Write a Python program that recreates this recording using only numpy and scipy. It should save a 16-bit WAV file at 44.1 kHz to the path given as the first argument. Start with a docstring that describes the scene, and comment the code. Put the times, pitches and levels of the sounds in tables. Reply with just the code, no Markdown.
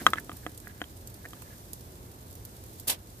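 """Sharp taps of steel tongs on a plastic bowl of marinated food, held close to the microphone outdoors.
Each tap is a sum of decaying modes with a noise crack; filtered noise gives the tips' rub and the bowl's thud.
Beside it, food on the foil of a lit gas grill sizzles and spits: short noise bursts coloured by the foil.
Late on, a new piece lands with a noise thump and a short hiss that flares twice.
Burner and distant traffic rumble underneath, as noise shaped separately for centre and sides."""
import sys
import numpy as np
from scipy import signal
from scipy.fft import rfft, irfft
from scipy.io import wavfile
from scipy.ndimage import uniform_filter1d

SR = 44100
rng = np.random.default_rng(int(sys.argv[2]) if len(sys.argv) > 2 else 0)


def dump_mix(stems):
    """Bounce the given channels to the path in sys.argv[1] as a 16-bit WAV at rate SR."""
    frames = np.atleast_2d(stems).T  # one column per channel
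    limited = np.clip(frames, -1, 1)  # hard clip at full scale
    pcm = np.round(limited * 32767).astype(np.int16)
    wavfile.write(sys.argv[1], SR, pcm)


N = 141120  # samples, 3.2 s

# Touches of the tongs on the bowl: (time [s], ring peak before panning [dB], best excited pitch [Hz],
# reach around it [octaves], left minus right [dB], extra weight of the low body modes [dB],
# pitch factor of the upper modes from the grip [ratio], pitch silenced by touching its node [Hz])
TAPS = [(.0055, -35, 1700, 0.2, 0, 0, 1, 1234), (.012, -39, 2000, 0.41, -4, 12, 1.1, 1300),
        (0.0655, 4, 1430, 1.28, 1.5, -6.5, 1.016, 1730), (0.0814, -29, 1200, 0.2, -5, 0, 0.98, 1512),
        (0.1339, -8, 1460, 0.98, 0, -4.5, 1.04, 1490), (.157, -32, 1500, 1.7, -11, 5, 1, 2300),
        (0.169, -39, 1770, 0.15, 3, 0, 1.1, 1260), (0.1834, -19, 1790, 0.1, 0, -2, 1.03, 1290),
        (0.2947, -24, 1340, 1, -0.5, 14, 1.01, 1580), (0.3165, -31.5, 1610, 0.7, -3, 3, 0.97, 1550),
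        (0.4646, -19, 1850, 0.4, -2, 25.5, 1.004, 1530), (0.6715, -29.5, 1750, 0.12, -6, 31, 0.97, 1280),
        (.806, -38, 2020, .3, -2, 5, 0.91, 1234), (0.8162, -17.5, 1800, 0.86, 1.5, 15, .985, 1190),
        (0.8401, -33.5, 2980, 0.92, -6, -8, 0.98, 1300), (1.245, -41, 1750, 0.11, -8, -0.5, 1.3, 1300),
        (1.2531, -29, 1840, 0.089, -4, 40, 1.2, 1300), (1.259, -32, 1900, 0.38, -5, 22, 1.44, 1300),
        (1.333, -30.5, 1350, 1.5, -2, 5, 0.98, 1450), (1.422, -40.5, 1500, 1.6, -11, -2, 0.81, 2000)]
# Modes of bowl and tong tips: (pitch [Hz], relative level [dB], 60 dB decay [s], left minus right [dB])
MODES = [(300.7, -3, 0.067, 0.5), (498, -12, 0.0261, -2.5), (712, -14, 0.036, -9), (1073, -14, 0.046, 1.5),
         (1232, 2.5, 0.023, 0), (1499, -4, 0.021, 5), (1692, -12, 0.028, -3.5), (1955, -7.5, 0.019, -2),
         (2380, -15, 0.016, -1), (2600, -14, 0.025, 2.5), (3130, -3, .014, 3.5), (3290, -3, 0.014, -5),
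         (3700, -15, 0.021, -3.5), (3820, -16.5, 0.032, 9.5), (6500, -14.5, 0.022, -13.5),
         (7040, -18, 0.015, 11.5)]
# Tong tips rubbing through the food: (time [s], level before panning [dB])
RUB = [(0, -32), (.02, -43), (.03, -91), (.09, -40), (.125, -76), (.15, -47), (.2, -48), (.23, -86),
       (.36, -64), (.48, -61.5), (.6, -73), (.7, -54), (.77, -64), (.805, -59), (.86, -77.5), (1.2, -64.5),
       (1.38, -63), (1.55, -64), (1.6, -74)]
# Bowl shifting in the hand: (time [s], level before panning [dB])
BOWL_SHIFT = [(0, -65), (.018, -38.5), (.05, -49.5), (.085, -42), (.12, -49.5), (.21, -51), (.26, -58),
              (.33, -51), (.37, -56.5), (.42, -62)]
# Spits of fat on the foil: (time [s], relative level [dB], centre pitch [Hz])
SPITS = [(0.103, -37.5, 12300), (0.198, -40.5, 14400), (0.2453, -45.5, 13000), (0.3292, -44, 14000),
         (0.3685, -41.5, 14200), (0.5761, -40, 8500), (0.601, -44, 13800), (0.6774, -44.5, 14500),
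         (1.0733, -38.5, 13000), (1.0992, -48, 14400), (1.1416, -43.5, 13700), (1.286, -45.5, 14000),
         (1.4197, -41, 14200), (1.732, -31.5, 14500), (2.3103, -47.5, 8380), (2.3273, -47, 8960),
         (2.353, -43.5, 12000), (2.451, -38, 11500), (2.5661, -50, 13900), (2.638, -46.5, 13500),
         (2.663, -47.5, 13370), (2.798, -36, 13240)]
# Ring of the foil: (frequency [Hz], gain [dB])
FOIL = [(1000, -41.5), (3000, 0.5), (4500, 5), (5500, 1.5), (8500, 6.5), (10000, 4.5), (11800, 7),
        (12700, 8.5), (13800, 7), (15500, -1.5)]
# Food landing on hot foil: (time [s], relative level [dB], brightness: treble up and bass down [dB])
HISS = [(2.871, -50, 8), (2.874, -41, 7), (2.877, -34, 10), (2.883, -24, 5.5), (2.889, -29, 4),
        (2.894, -28.5, -1.5), (2.900, -24, 0.5), (2.908, -26.5, 3), (2.918, -32, 0.5), (2.925, -33, -1),
        (2.939, -39.5, -2.5), (2.95, -46, -5), (2.975, -66, -8)]
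# Colour of that hiss: (frequency [Hz], relative density [dB per Hz])
HISS_COLOUR = [(180, -18), (300, -4.5), (990, -6), (1270, -14), (3490, -3.5), (6670, -8.5), (10500, -4.5),
               (13800, -5), (14800, -11), (15800, -56)]
# Background, centre of the image: (frequency [Hz], relative density [dB per Hz])
AIR_CENTRE = [(15, -61), (25, -33.5), (48, -2), (66, -3), (78, -3.5), (88, 3), (99, -3), (116, 1),
              (140, -10.5), (215, -11.5), (297, -13.5), (359, -12.5), (930, -27), (1170, -32.5),
              (3090, -35), (3530, -32.5), (12200, -31.5), (14300, -27), (15500, -54)]
# Background, sides of the image: (frequency [Hz], relative density [dB per Hz])
AIR_SIDES = [(15, -16), (25, -2), (55, -5.5), (267, -16), (399, -12), (495, -13), (895, -9), (2170, -23.5),
             (13200, -19), (14300, -15), (15500, -40)]
# Steady sizzle, read relative to SIZZLE_REF_DB: (time [s], level [dB])
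SIZZLE = [(0.0, -48), (0.22, -59), (0.37, -54.5), (0.52, -59), (1.08, -59.5), (1.27, -57.5), (1.58, -56.5),
          (2.17, -60), (2.8, -56.5), (2.93, -63), (3.2, -58)]

# Taps
ONSET_S, SWELL_S, BODY_BELOW_HZ = .0008, 0.00077, 800
DISPERSION = 0.24  # exponent: higher modes crest earlier
NODE_OCTAVES = .12  # width of the gap that a node leaves
SCATTER_DB, DETUNE = 1.5, .006  # random spread of mode levels, and of pitches as a ratio
RIGHT_LATE_S = .00011
CRACK_DB, CRACK_T60_S, CRACK_HZ = -22.5, 0.026, 6350
YARD_DB, YARD_T60_S = -20, .09
# Rub and bowl thud
RUB_HZ, RUB_OCTAVES, RUB_GRAIN_DB = 1720, .17, 4
THUD_HZ = 215
# Spits and fizz; levels before the foil's ring
SPIT_TRIM_DB, SPIT_T60_S, POP_S, POP_DB = -4.5, .045, 0.003, -3
FIZZ_PER_S, FIZZ_SPREAD_DB, FIZZ_DB = 580, 11, -64
FOIL_PAN_DB = -4.5  # left minus right
# Landing
HISS_GRAIN_DB, CRACKLE_DB = 1.2, 1.4
HISS_LOW_HZ, HISS_HIGH_HZ = 3000, 7500  # edges of the bass and treble bands
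HISS_WIDTH, HISS_PAN_DB = 0.96, -2
THUMP_S, THUMP_HZ, THUMP_T60_S = 2.872, 199, 0.26
THUMP_DB = -41.5  # before the decay
# Background; levels before panning and sizzle swells
AIR_CENTRE_DB, AIR_SIDES_DB = -48, -55
SIZZLE_FROM_HZ, SIZZLE_REF_DB = 3000, -57.5
# Microphone side
QUIET_TOP_HZ = 14600  # treble limit of everything but the taps
TOP_HZ, CEILING = 15900, 1.12


def undb(db):
    """Decibels to amplitude ratio."""
    return 10 ** (np.asarray(db, float) / 20)


def level(x, db):
    """Scales to an RMS level in dB."""
    return x * undb(db) / np.sqrt(np.mean(x ** 2))


def curve(table, column=1):
    """One column of a timed table, joined by straight lines."""
    return np.interp(np.arange(N) / SR, *np.array(table).T[[0, column]])


def colour(x, table):
    """Filters to a spectrum of (frequency [Hz], gain [dB]) points."""
    hz, db = np.array(table).T
    f = np.arange(len(x) // 2 + 1) * SR / len(x) + 1
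    return irfft(rfft(x) * undb(np.interp(np.log(f), np.log(hz), db)), len(x))


def walk(rate):
    """Random values held 1 / rate seconds, then smoothed; spread near 1."""
    k = int(SR / rate)
    held = np.repeat(rng.standard_normal(N // k + 1), k)
    return np.sqrt(2) * uniform_filter1d(uniform_filter1d(held, k), k)[:N]


def pan(x, db):
    """Sets left against right by db, half on each channel."""
    return x * undb(np.array([[db], [-db]]) / 2)


def add(out, s, x):
    """Mixes x into out from time s."""
    i = int(s * SR)
    out[:, i:i + x.shape[1]] += x[:, :N - i]


def band(x, hz, octaves):
    """Gentle band-pass reaching the given octaves to each side."""
    edges = np.clip([hz / 2 ** octaves, hz * 2 ** octaves], 20, .49 * SR)
    return signal.sosfilt(signal.butter(1, edges, "band", fs=SR, output="sos"), x)


def split(x, hz, kind="low"):
    """Zero-phase low-pass or high-pass."""
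    return signal.sosfiltfilt(signal.butter(2, hz, kind, fs=SR, output="sos"), x)


def tong_taps():
    """Each touch rings modes near its pitch, spares one at its node and adds a thin crack of noise."""
    out = np.zeros((2, N))
    # the sound reaches the left channel first
    t = (np.arange(SR // 8) / SR - np.array([[0], [RIGHT_LATE_S]])).clip(0)
    hz, db, t60, side_db = np.array(MODES).T[:, :, None, None]
    is_body = hz < BODY_BELOW_HZ
    rise = np.sin(np.pi / 2 * np.minimum(t / SWELL_S, 1))
    decay = undb(-60 * (t - SWELL_S).clip(0) / t60)
    crest_s = ONSET_S * (hz / 1240) ** -DISPERSION
    for s, peak_db, centre_hz, reach, pan_db, body_db, grip, node_hz in TAPS:
        scatter, detune = rng.standard_normal((2, len(MODES), 1, 1))
        pitch = hz * np.where(is_body, 1, grip)
        gain = undb(db + SCATTER_DB * scatter + body_db * is_body)
        gain = gain / (1 + (np.log2(pitch / centre_hz) / reach) ** 2)
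        gain = gain * (1 - np.exp(-(np.log2(pitch / node_hz) / NODE_OCTAVES) ** 2))
        gain = gain * undb(side_db * np.array([[.5], [-.5]]))
        wave = np.cos(2 * np.pi * pitch * (1 + DETUNE * detune) * (t - crest_s))
        ring = (gain * decay * wave).sum(axis=0)
        ring = pan(ring / np.abs(ring * rise).max(), pan_db)
        crack = band(rng.standard_normal(t.shape), CRACK_HZ, 0.88) * undb(CRACK_DB - 60 * t / CRACK_T60_S)
        add(out, s, undb(peak_db) * rise * (ring + crack))
    return out


def yard_reflections(near):
    """Short reflections from bowl, grill lid and walls: the taps convolved with decaying noise."""
    t = np.arange(SR // 4) / SR
    yard = level(rng.standard_normal((2, len(t))) * undb(-60 * t / YARD_T60_S), YARD_DB) / np.sqrt(len(t))
    return signal.fftconvolve(near.mean(axis=0)[None], yard, axes=1)[:, :N]


def tong_rub():
    """Tips rub through the food: grainy noise excites the modes near one pitch."""
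    grains = rng.standard_normal((2, N)) * undb(RUB_GRAIN_DB * walk(100))
    ring = np.zeros((2, N))
    for hz, db, _, _ in MODES:
        nearness = 1 / (1 + (np.log2(hz / RUB_HZ) / RUB_OCTAVES) ** 2) ** 2
        ring += undb(db / 2) * band(grains, hz, .06) * nearness
    return pan(level(ring, 0) * undb(curve(RUB)), -1.8)


def bowl_thud():
    """The bowl shifts in the hand: low band noise follows a level curve."""
    thud = level(band(rng.standard_normal(N), THUD_HZ, .45), 0)
    return pan(thud * undb(curve(BOWL_SHIFT)), -1.5)


def fat_spits():
    """Bright spits (a pop, then a short tail) and a fine random fizz, both ringing the foil."""
    t = np.arange(SR // 20) / SR
    shape = undb(SPIT_TRIM_DB - 60 * t / SPIT_T60_S) * (1 + undb(POP_DB) * np.exp(-t / POP_S))
    starts = rng.random(N) < FIZZ_PER_S / SR
    strengths = undb(FIZZ_SPREAD_DB * rng.exponential(size=N).clip(0, 3))
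    envelope = signal.fftconvolve(starts * strengths, shape)[:N]
    out = level(envelope * rng.standard_normal((2, N)), FIZZ_DB)
    for s, spit_db, hz in SPITS:
        add(out, s, band(rng.standard_normal((2, len(t))), hz, 1.0) * undb(spit_db) * shape)
    return pan(np.array([colour(x, FOIL) for x in out]), FOIL_PAN_DB)


def landing_hiss():
    """Wet food meets hot foil: wide crackling noise flares twice, dulls and dies."""
    grain = undb(HISS_GRAIN_DB * walk(251.1) + CRACKLE_DB * walk(2000))
    mid, side = (colour(rng.standard_normal(N) * grain, HISS_COLOUR) for _ in range(2))
    hiss = level(mid + HISS_WIDTH * side * np.array([[1], [-1]]), 0)
    low = split(hiss, HISS_LOW_HZ)
    high = split(hiss, HISS_HIGH_HZ, "high")
    bright = undb(curve(HISS, column=2))
    hiss = low / bright + (hiss - low - high) + high * bright
    t = np.arange(N) / SR
    sounding = (t > HISS[0][0]) * (t < HISS[-1][0])
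    return pan(hiss * sounding * undb(curve(HISS)), HISS_PAN_DB)


def landing_thump():
    """The piece lands softly: a decaying burst of low band noise."""
    t = np.arange(N) / SR
    thump = level(band(rng.standard_normal(N), THUMP_HZ, 1.0), THUMP_DB)
    return thump * (t > THUMP_S) * undb(-60 * (t - THUMP_S).clip(0) / THUMP_T60_S)


def rumble_and_sizzle():
    """Shaped noise: the rumble below wavers a little, the steady sizzle above swells and fades."""
    mid = level(colour(rng.standard_normal(N), AIR_CENTRE), AIR_CENTRE_DB)
    side = level(colour(rng.standard_normal(N), AIR_SIDES), AIR_SIDES_DB)
    both = pan(mid + side * np.array([[1], [-1]]), -1.2)
    rumble = split(both, SIZZLE_FROM_HZ)
    sizzle = both - rumble
    swell_db = curve(SIZZLE) - SIZZLE_REF_DB + 0.23 * walk(29)
    return rumble * undb(.5 * walk(3.3)) + sizzle * undb(swell_db)


def scene():
    """Close taps and their reflections over the quieter, treble-limited layers."""
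    near = tong_taps()
    bowl = tong_rub() + bowl_thud()
    grill = fat_spits() + landing_hiss() + landing_thump()
    quiet = bowl + grill + rumble_and_sizzle()
    treble_limit = signal.ellip(8, .2, 60, QUIET_TOP_HZ, fs=SR, output="sos")
    return near + yard_reflections(near) + signal.sosfilt(treble_limit, quiet)


def record(dry):
    """The microphone chain rounds high peaks smoothly and cuts the top."""
    rounded = CEILING * np.tanh(dry / CEILING)
    return signal.sosfilt(signal.ellip(10, .2, 80, TOP_HZ, fs=SR, output="sos"), rounded)


dry = scene()
out = record(dry)
dump_mix(out)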